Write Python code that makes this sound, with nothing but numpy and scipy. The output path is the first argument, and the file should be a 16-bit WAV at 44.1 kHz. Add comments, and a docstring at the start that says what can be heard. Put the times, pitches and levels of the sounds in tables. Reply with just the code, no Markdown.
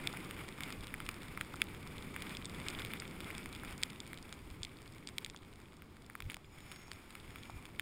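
"""On a ski slope in falling snow, a snowboard glides past the ear of a camera in a closed plastic housing.
The base hisses and the edge fizzes as shaped noise; spray, flakes and icy grains strike the case as short rings.
Wind rumbles, buffets and rushes as three noise bands, and two jolts are brief low swings.
Late on, the hiss jumps back up as the edge bites again, and faint thin tones swell: lines smeared by noise.
Peaks of the ringing case and narrow gaps colour the hiss and the strikes fully, the rush of air more lightly."""
import sys
import numpy as np
from scipy import signal
from scipy.fft import rfft, irfft, next_fast_len
from scipy.io import wavfile
from scipy.ndimage import uniform_filter1d

SR = 44100
rng = np.random.default_rng(int(sys.argv[2]) if len(sys.argv) > 2 else 0)


def transcribe(u):
    """Save the signal u as a 16-bit wav file named by the first command-line argument.

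    u: samples, shape (n,) or (channels, n), limited to [-1, 1]; the rate is SR.
    q: integer samples, one column per channel.
    """
    v = np.clip(np.atleast_2d(u).T, -1, 1)
    q = np.round(v * 32767).astype(np.int16)
    wavfile.write(sys.argv[1], SR, q)


N = 344421
TIME = np.arange(N) / SR  # s


# colour of the board's hiss, before the case colour: (frequency [Hz], relative level [dB])
HISS_COLOUR = [(200, -14), (550, -1), (900, 4.5), (1400, 5), (2000, 3.5), (3000, 1), (4200, -11),
               (7000, -15), (10000, -11), (13000, -6), (15200, -26.5), (15800, -18)]
HISS_TRIM_DB = -1.1


def glide(split_hz=4200, flutter_db=2.15, flutter_hz=40, fizz_trim_db=-1.2):
    """The base rubs the snow with a soft hiss, the edge adds fizz; both flutter over the uneven surface."""
    hiss_db, edge_db = board()

    def colour(hz):
        return read(HISS_COLOUR, hz) + bumps(PEAKS_AND_GAPS, hz)

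    def base_share(hz):
        return 1 / (1 + (hz / split_hz) ** 12)

    # base below the split, edge above it
    base = noise(lambda hz: colour(hz) + 10 * np.log10(base_share(hz)))
    edge = noise(lambda hz: colour(hz) + 10 * np.log10(1 - base_share(hz) + 1e-12))
    rub = gain_of(hiss_db + flutter_db * drift(flutter_hz))
    return rub * (gain_of(HISS_TRIM_DB) * base + gain_of(edge_db + fizz_trim_db) * edge)


# the board runs fast, slows, then sets its edge again: (time [s], hiss level before swells and trim [dB])
GLIDE_LEVEL = [(0, -54), (.5, -56), (1.4, -56), (1.8, -57.5), (2.7, -52.5), (3.1, -55.5), (3.7, -57.5),
               (4.5, -63), (5.1, -64.5), (5.45, -70), (5.9, -70.5), (6.49, -72.5), (6.56, -61.5),
               (7.05, -62), (7.4, -59.5), (7.81, -66.5)]
# brief rises and dips of the hiss: slower presses of the board, and short scuffs as grains shatter:
# (middle [s], length [s], change of the hiss level [dB])
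HISS_SWELLS = [(.13, 0.75, 3.5), (.57, 0.12, -5), (.68, 0.32, 4), (2.29, 0.21, 4), (2.46, 0.22, -4),
               (2.72, 0.61, 2.5), (3.33, .3, 4.5), (3.69, 0.22, 4.5), (5.225, 0.046, 13), (5.48, .08, 3),
               (5.62, 0.12, 5.5), (6.31, .12, 16), (6.73, .12, 4.5)]
FAST_DB = -50  # hiss level of a board at full speed
EDGE_DB = -9.5  # fizz against the hiss at that level, before trims
EDGE_SLOPE = 0.21  # dB the fizz gains on the hiss for each dB that the hiss loses


def board():
    """Level of the hiss, with its rises and dips, and of the fizz against it: a slow board sounds thinner."""
    hiss_db = curves(GLIDE_LEVEL)[0] + swells(HISS_SWELLS)
    edge_db = EDGE_DB + EDGE_SLOPE * (FAST_DB - hiss_db)
    return hiss_db, edge_db


def crackle(per_s=600, trim_db=-8, count=32):
    """Fine spray crackles on the case in random dense strikes, louder and softer with the hiss."""
    hiss_db, edge_db = board()
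    out = np.zeros(N)
    for _ in range(count):  # each pass scatters one kind of grain
        lands = rng.random(N) < per_s / count / SR
        out += signal.oaconvolve(lands.astype(float), any_tick())[:N]
    return gain_of(hiss_db + edge_db - edge_db.mean() + trim_db) * evened(out)


# the larger grains that strike the case:
# (time [s], level before trim [dB], lowest ring [Hz], snap at 5-8 kHz against the ring [dB])
GRAIN_STRIKES = [(0.0729, -22.5, 2700, -7), (0.138, -37, 754, -28), (0.1717, -35, 1210, -14),
                 (0.31, -33, 1390, -10), (0.6066, -31, 1200, -9.5), (0.635, -30.5, 2400, -4),
                 (0.7044, -35.5, 1000, -11), (0.941, -28, 1140, -24), (1.0029, -32.5, 1220, -17),
                 (1.09, -26.5, 1220, -10), (1.375, -29.5, 1060, -19), (1.4111, -26, 1480, -12),
                 (1.541, -34.5, 700, -32), (1.618, -16.5, 1630, -12), (2.1632, -30, 1180, -20),
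                 (2.2217, -32.5, 1370, -8), (2.35, -35, 2400, -14), (2.3698, -34, 2780, -3),
                 (2.4553, -33, 3450, 1), (2.6849, -27, 2860, -3.5), (2.7015, -39, 1700, 7),
                 (2.7953, -38.5, 2000, 0), (2.8493, -31, 1410, -9), (2.936, -29, 1370, -16),
                 (3, -34, 1690, 9), (3.0216, -34.5, 1200, -20), (3.205, -35, 1420, -9),
                 (3.304, -33.5, 1210, -24), (3.3807, -37.5, 1400, 3), (3.4588, -34, 990, -12),
                 (3.6348, -36.5, 870, -27), (3.649, -38.5, 1200, -9), (3.828, -32.5, 1000, -6),
                 (3.834, -20, 3100, -4.5), (4.003, -34.5, 3460, -2.5), (4.1319, -34.5, 1000, -17),
                 (4.175, -42, 3420, -9), (4.3265, -36, 750, -3.5), (4.6323, -29.5, 2840, 2.5),
                 (4.6496, -33.5, 2870, -5), (5.0731, -34, 2840, 1), (5.0886, -38, 1000, 0),
                 (5.1829, -25.5, 1880, -4), (5.247, -30.5, 2960, -6.5), (5.2624, -37.5, 1700, -4),
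                 (5.2993, -39.5, 1000, 5), (5.3464, -42, 835, -26), (5.3628, -41.5, 2800, -1),
                 (5.8213, -42.5, 1400, -17), (6.0992, -38, 850, -23), (6.153, -32.5, 1060, -20),
                 (6.2041, -34, 1050, -11.5), (6.2228, -38.5, 1390, -12), (6.2996, -31.5, 1410, -20),
                 (6.3183, -39.5, 1200, -9), (6.344, -33.5, 1400, -5.5), (6.368, -40, 710, -12),
                 (6.7168, -38.5, 1400, -13), (6.9164, -34.5, 740, -5), (7.153, -36.5, 1230, -12),
                 (7.3588, -37, 1200, -17), (7.4974, -37.5, 690, -32), (7.6543, -39.5, 1200, -10),
                 (7.7962, -23.5, 1440, -17)]
STRIKE_TRIM_DB = -1.46


def strikes():
    """The larger grains hit the wall one by one, each with its own ring, snap and sparkle."""
    out = np.zeros(N)
    for s, db, lowest_hz, snap_db in GRAIN_STRIKES:
        grain = tick(lowest_hz, snap_db, sparkle(db, lowest_hz, snap_db))
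        add(out, s, gain_of(db + STRIKE_TRIM_DB) * grain)
    return out


SPARKLE_DB, SPARKLE_RING_HZ = -7.5, 1500  # the most sparkle above 10 kHz, and the ring of grains that have it
SPARKLE_FALL_DB = 10.5  # per squared octave away from that ring
HARD_SNAP_DB, SNAP_TRADE = -4.5, 3.2  # above this snap, each dB more costs this many dB of sparkle
HEAVY_DB, BLOW_TRADE = -21, 0.11  # above this level, each dB more costs this many dB of sparkle


def sparkle(db, lowest_hz, snap_db):
    """Middle-sized grains sparkle most; hard ones spend energy on the snap, heavy blows on the ring."""
    octaves = np.log2(lowest_hz / SPARKLE_RING_HZ)
    size_loss = SPARKLE_FALL_DB * octaves ** 2
    snap_loss = SNAP_TRADE * max(snap_db - HARD_SNAP_DB, 0)
    blow_loss = BLOW_TRADE * max(db - HEAVY_DB, 0)
    return SPARKLE_DB - (size_loss + snap_loss + blow_loss)


def patter(per_s=26, level_db=-48, spread_db=2.5, follow=0.66, count=320):
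    """Loose flakes tap the case at random moments, harder when the board runs loud."""
    hiss_db, _ = board()
    push_db = follow * (hiss_db - hiss_db.mean())
    times = np.cumsum(rng.exponential(1, count)) / per_s
    sizes = np.clip(rng.standard_normal(count), -2, 2)
    out = np.zeros(N)
    for s, size in zip(times[times < TIME[-1]], sizes):
        db = level_db + push_db[int(s * SR)] + spread_db * size
        add(out, s, gain_of(db) * any_tick())
    return out


def any_tick(lowest_hz=1600, octaves=0.68, snap_db=-7.0, sparkle_db=-15.5, variety_db=6.5):
    """A grain of chance size and hardness: size sets the ring, hardness the snap and sparkle together."""
    small, hard = np.clip(rng.standard_normal(2), -2, 2)
    ring_hz = lowest_hz * 2 ** (octaves * small)
    return tick(ring_hz, snap_db + variety_db * hard, sparkle_db + variety_db * hard)


# peaks of the ringing case, and narrow gaps near 6 and 12 kHz in the sound's colour:
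# (centre [Hz], width at half the dB [Hz], height [dB])
PEAKS_AND_GAPS = [(1348, 190, 2), (2260, 485, 7.5), (3500, 440, 4.5), (4950, 510, 2.5), (6010, 700, -11.5),
                  (6030, 170, -12), (7010, 320, 2.5), (8410, 600, 4), (9720, 440, 7.5), (12130, 1830, -14),
                  (14330, 810, 17), (14140, 430, -6)]
# what a direct blow on the wall adds to them: (centre [Hz], width at half the dB [Hz], height [dB])
BLOW_COLOUR = [(3410, 890, 2), (8660, 360, 5), (9250, 330, 4), (11480, 2280, -17)]


def tick(lowest_hz, snap_db, sparkle_db, uneven_db=3.0, soft_s=.0001, rebound=0.13, rebound_s=0.00089, size=1024):
    """One grain on the case, with the energy of 1 ms at rms 1; smaller grains have a higher lowest ring."""
    hz = np.fft.rfftfreq(size, 1 / SR)
    low = np.clip(lowest_hz, 600, 3500)
    body = [(low / 3, -24), (low / 1.29, -9), (low, 0), (min(2.06 * low, 4000), 0)]
    snap = [(min(3.36 * low, 4800), snap_db), (8500, snap_db - 4.5)]
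    top = [(10000, sparkle_db + 2.5), (15200, sparkle_db - 13), (16500, sparkle_db)]
    # each spot on the wall weights the modes differently
    rough_spot = uniform_filter1d(rng.standard_normal(len(hz)), size=9)
    spot = evened(uniform_filter1d(rough_spot, size=9))
    case_db = bumps(PEAKS_AND_GAPS, hz) + bumps(BLOW_COLOUR, hz)
    db = read(body + snap + top, hz) + case_db + uneven_db * spot
    # minimum phase: a sudden start, then the ring
    cepstrum = irfft(np.log(gain_of(db)))
    cepstrum[1:size // 2] *= 2
    cepstrum[size // 2 + 1:] = 0
    # bending waves in the wall are slower at low pitch, which softens the front
    lag = np.exp(-2j * np.pi * soft_s * np.sqrt(hz * SR / 2))
    # the grain breaks and two pieces touch again a moment later
    delays = rebound_s * rng.uniform(0.413, 1.956, size=2)
    pieces = 1 + sum(rebound * np.exp(-2j * np.pi * hz * late) for late in delays)
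    ring = irfft(np.exp(rfft(cepstrum)) * lag * pieces)
    return ring / np.linalg.norm(ring) * np.sqrt(SR / 1000)


# colour of the muffled roar: (frequency [Hz], relative level [dB])
ROAR_COLOUR = [(50, -28), (110, -1), (160, 0), (270, -1.5), (380, -4.5), (500, -10.5), (700, -19),
               (1200, -15.5), (3000, -64)]
# colour of the deep buffeting: (frequency [Hz], relative level [dB])
BUFFET_COLOUR = [(8, -4), (25, 0), (45, -3), (90, -0.5), (130, -6.5), (220, -24.5), (600, -48)]
# colour of the smooth rush, before the case colour: (frequency [Hz], relative level [dB])
RUSH_COLOUR = [(300, -12), (700, 7.5), (1200, 5), (2200, -0.5), (4000, -4), (8000, -12), (12000, -46),
               (15300, -15), (16000, -24)]
ROAR_TRIM_DB, BUFFET_TRIM_DB, RUSH_DB = 0.5, -0.3, -68.5


def wind(lumps_db=1.6, lumps_hz=14, boxiness=0.44):
    """A muffled roar, a deeper lumpy buffeting, and a smooth, steady rush of air past the case."""
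    roar_db, buffet_db = airflow()
    roar = gain_of(roar_db + ROAR_TRIM_DB) * noise(lambda hz: read(ROAR_COLOUR, hz))
    lumpy_db = buffet_db + BUFFET_TRIM_DB + lumps_db * drift(lumps_hz)
    buffet = gain_of(lumpy_db) * noise(lambda hz: read(BUFFET_COLOUR, hz))
    # boxiness is the share of the peaks and gaps, in dB, that reaches the rush
    rush = noise(lambda hz: read(RUSH_COLOUR, hz) + boxiness * bumps(PEAKS_AND_GAPS, hz))
    return roar + buffet + gain_of(RUSH_DB) * rush


# air rushing over the case: (time [s], roar level before swells and trim [dB])
WIND_LEVEL = [(0, -51), (1.1, -53.5), (1.9, -52.5), (2.7, -50.5), (3.6, -53), (3.9, -55.5), (4.6, -57.5),
              (5.05, -57.5), (5.4, -59.5), (6.5, -61.5), (7.81, -57)]
# gusts that buffet the case: (middle [s], length [s], rise of the buffeting [dB])
WIND_GUSTS = [(.8, 0.18, 8), (1.09, .2, 5), (2.77, .18, 5), (3.5, 0.26, 3.5), (3.7, 0.21, 7),
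              (5.13, 0.067, 2.5), (6.25, 0.18, 11.5), (7.32, 0.24, 4.5), (7.56, 0.12, 7.5)]
ROAR_SWELL_SHARE = .35  # of the hiss's rises and dips, in dB, carried into the roar
BUFFET_UNDER_ROAR_DB, BUFFET_FOLLOW = -1.5, 0.66  # mean offset, and dB of buffeting per dB of wind


def airflow():
    """Levels of the roar and of the buffeting, which follows it loosely and jumps in gusts."""
    air_db = curves(WIND_LEVEL)[0]
    mean_db = air_db.mean()
    roar_db = air_db + ROAR_SWELL_SHARE * swells(HISS_SWELLS)
    buffet_db = mean_db + BUFFET_UNDER_ROAR_DB + BUFFET_FOLLOW * (air_db - mean_db)
    return roar_db, buffet_db + swells(WIND_GUSTS)


# the case jolts: (time [s], peak level [dB], swing [Hz], length [s])
CASE_JOLTS = [(4.603, -44.5, 90, 0.018), (6.208, -50.5, 30, 0.09)]


def jolts():
    """Bumps swing the case for two or three cycles at most, as a low sine with soft ends."""
    out = np.zeros(N)
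    for s, db, hz, length in CASE_JOLTS:
        t = np.arange(0, length, 1 / SR)
        swing = np.sin(2 * np.pi * hz * t) * signal.windows.tukey(len(t), .5)
        add(out, s, gain_of(db) * swing)
    return out


# a faint pair of tones mirrored about one centre:
# (time [s], distance from the centre [Hz], level of each before flicker [dB])
WHISTLE_PAIR = [(6.419, 1180, -90), (6.53, 880, -73), (6.68, 790, -71), (6.72, 680, -66), (6.79, 610, -67),
                (6.9, 610, -72.5), (7.1, 880, -83), (7.409, 733, -75), (7.61, 860, -72)]
# a lower singing note: (time [s], pitch [Hz], level [dB], roughness [0-1])
SINGING_NOTE = [(7.36, 2310, -77, 0.76), (7.46, 2360, -67, 0), (7.56, 2420, -62, 0.1),
                (7.64, 2360, -78, .6)]
WHISTLE_CENTRE_HZ = 6050
CLEAN_DB, SMEAR_RANGE_DB = -68, 10  # the pair is a clean line from this level up, all hiss this much lower


def whistle(flicker_db=5.0, flicker_hz=14):
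    """Two faint thin tones, mirrored about one centre, draw together and steady as they swell; then a lower note."""
    apart_hz, db = curves(WHISTLE_PAIR)
    rough = np.clip((CLEAN_DB - db) / SMEAR_RANGE_DB, 0, 1)
    db = db + flicker_db * rough * drift(flicker_hz)
    pair_span = (WHISTLE_PAIR[0][0], WHISTLE_PAIR[-1][0])
    lower = tone(WHISTLE_CENTRE_HZ - apart_hz, db, rough, pair_span)
    upper = tone(WHISTLE_CENTRE_HZ + apart_hz, db, rough, pair_span)
    singing = tone(*curves(SINGING_NOTE), (SINGING_NOTE[0][0], SINGING_NOTE[-1][0]))
    return lower + upper + singing


def tone(hz, db, rough, span, blur_hz=130, fade_s=0.042):
    """A note, faded at both ends, that random wavering smears from a clean line into a narrow hiss."""
    rough = np.clip(rough, 0, 1)
    waver = (drift(blur_hz) + 1j * drift(blur_hz)) / np.sqrt(2)
    line = np.exp(2j * np.pi * np.cumsum(hz) / SR)
    wave = line * (np.sqrt(1 - rough) + np.sqrt(rough) * waver)
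    start, end = span
    sounding = np.clip(np.minimum(TIME - start, end - TIME) / fade_s, 0, 1)
    return sounding * gain_of(db) * wave.real


def gain_of(db):
    """Decibels to amplitude."""
    return 10 ** (np.asarray(db) / 20)


def evened(x):
    """Scales to rms 1."""
    return x / np.sqrt(np.mean(x ** 2) + 1e-20)


def read(points, hz):
    """A spectrum in dB, joined on a log-frequency axis."""
    f, db = np.transpose(points)
    return np.interp(np.log(hz + 1), np.log(f + 1), db)


def curves(rows):
    """Each column of a timed table, joined by straight lines, at every sample."""
    s, *columns = np.transpose(rows)
    return [np.interp(TIME, s, c) for c in columns]


def swells(rows):
    """Smooth rises and falls in dB, one arch a row."""
    return sum(db * np.cos(np.pi * np.clip((TIME - s) / length, -.5, .5)) ** 2 for s, length, db in rows)


def bumps(rows, hz):
    """Bell-shaped peaks and gaps of a spectrum, in dB."""
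    return sum(db * 2 ** (-(2 * (hz - f) / width) ** 2) for f, width, db in rows)


def add(mix, s, sound):
    """Mixes a sound in at time s."""
    part = mix[max(round(s * SR), 0):][:len(sound)]
    part += sound[:len(part)]


def noise(colour_db):
    """Noise of rms 1 whose spectrum in dB is a function of Hz."""
    size = next_fast_len(N, True)
    hz = np.fft.rfftfreq(size, 1 / SR)
    spectrum = rfft(rng.standard_normal(size)) * gain_of(colour_db(hz))
    return evened(irfft(spectrum, size)[:N])


def drift(rate_hz):
    """Slow chance of rms 1, rolling off above the given rate."""
    return noise(lambda hz: -20 * np.log10(1 + (hz / rate_hz) ** 2))


def scene():
    """One microphone inside the housing feeds both channels."""
    mono = glide() + crackle() + strikes() + patter() + wind() + jolts() + whistle()
    return np.array([mono, mono])


def record(dry, edge_hz=15900):
    """The recorder's band limit: a steep low-pass."""
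    lowpass = signal.firwin(255, edge_hz, window=("kaiser", 9), fs=SR)
    return signal.oaconvolve(dry, lowpass[None], "same")


dry = scene()
out = record(dry)
transcribe(out)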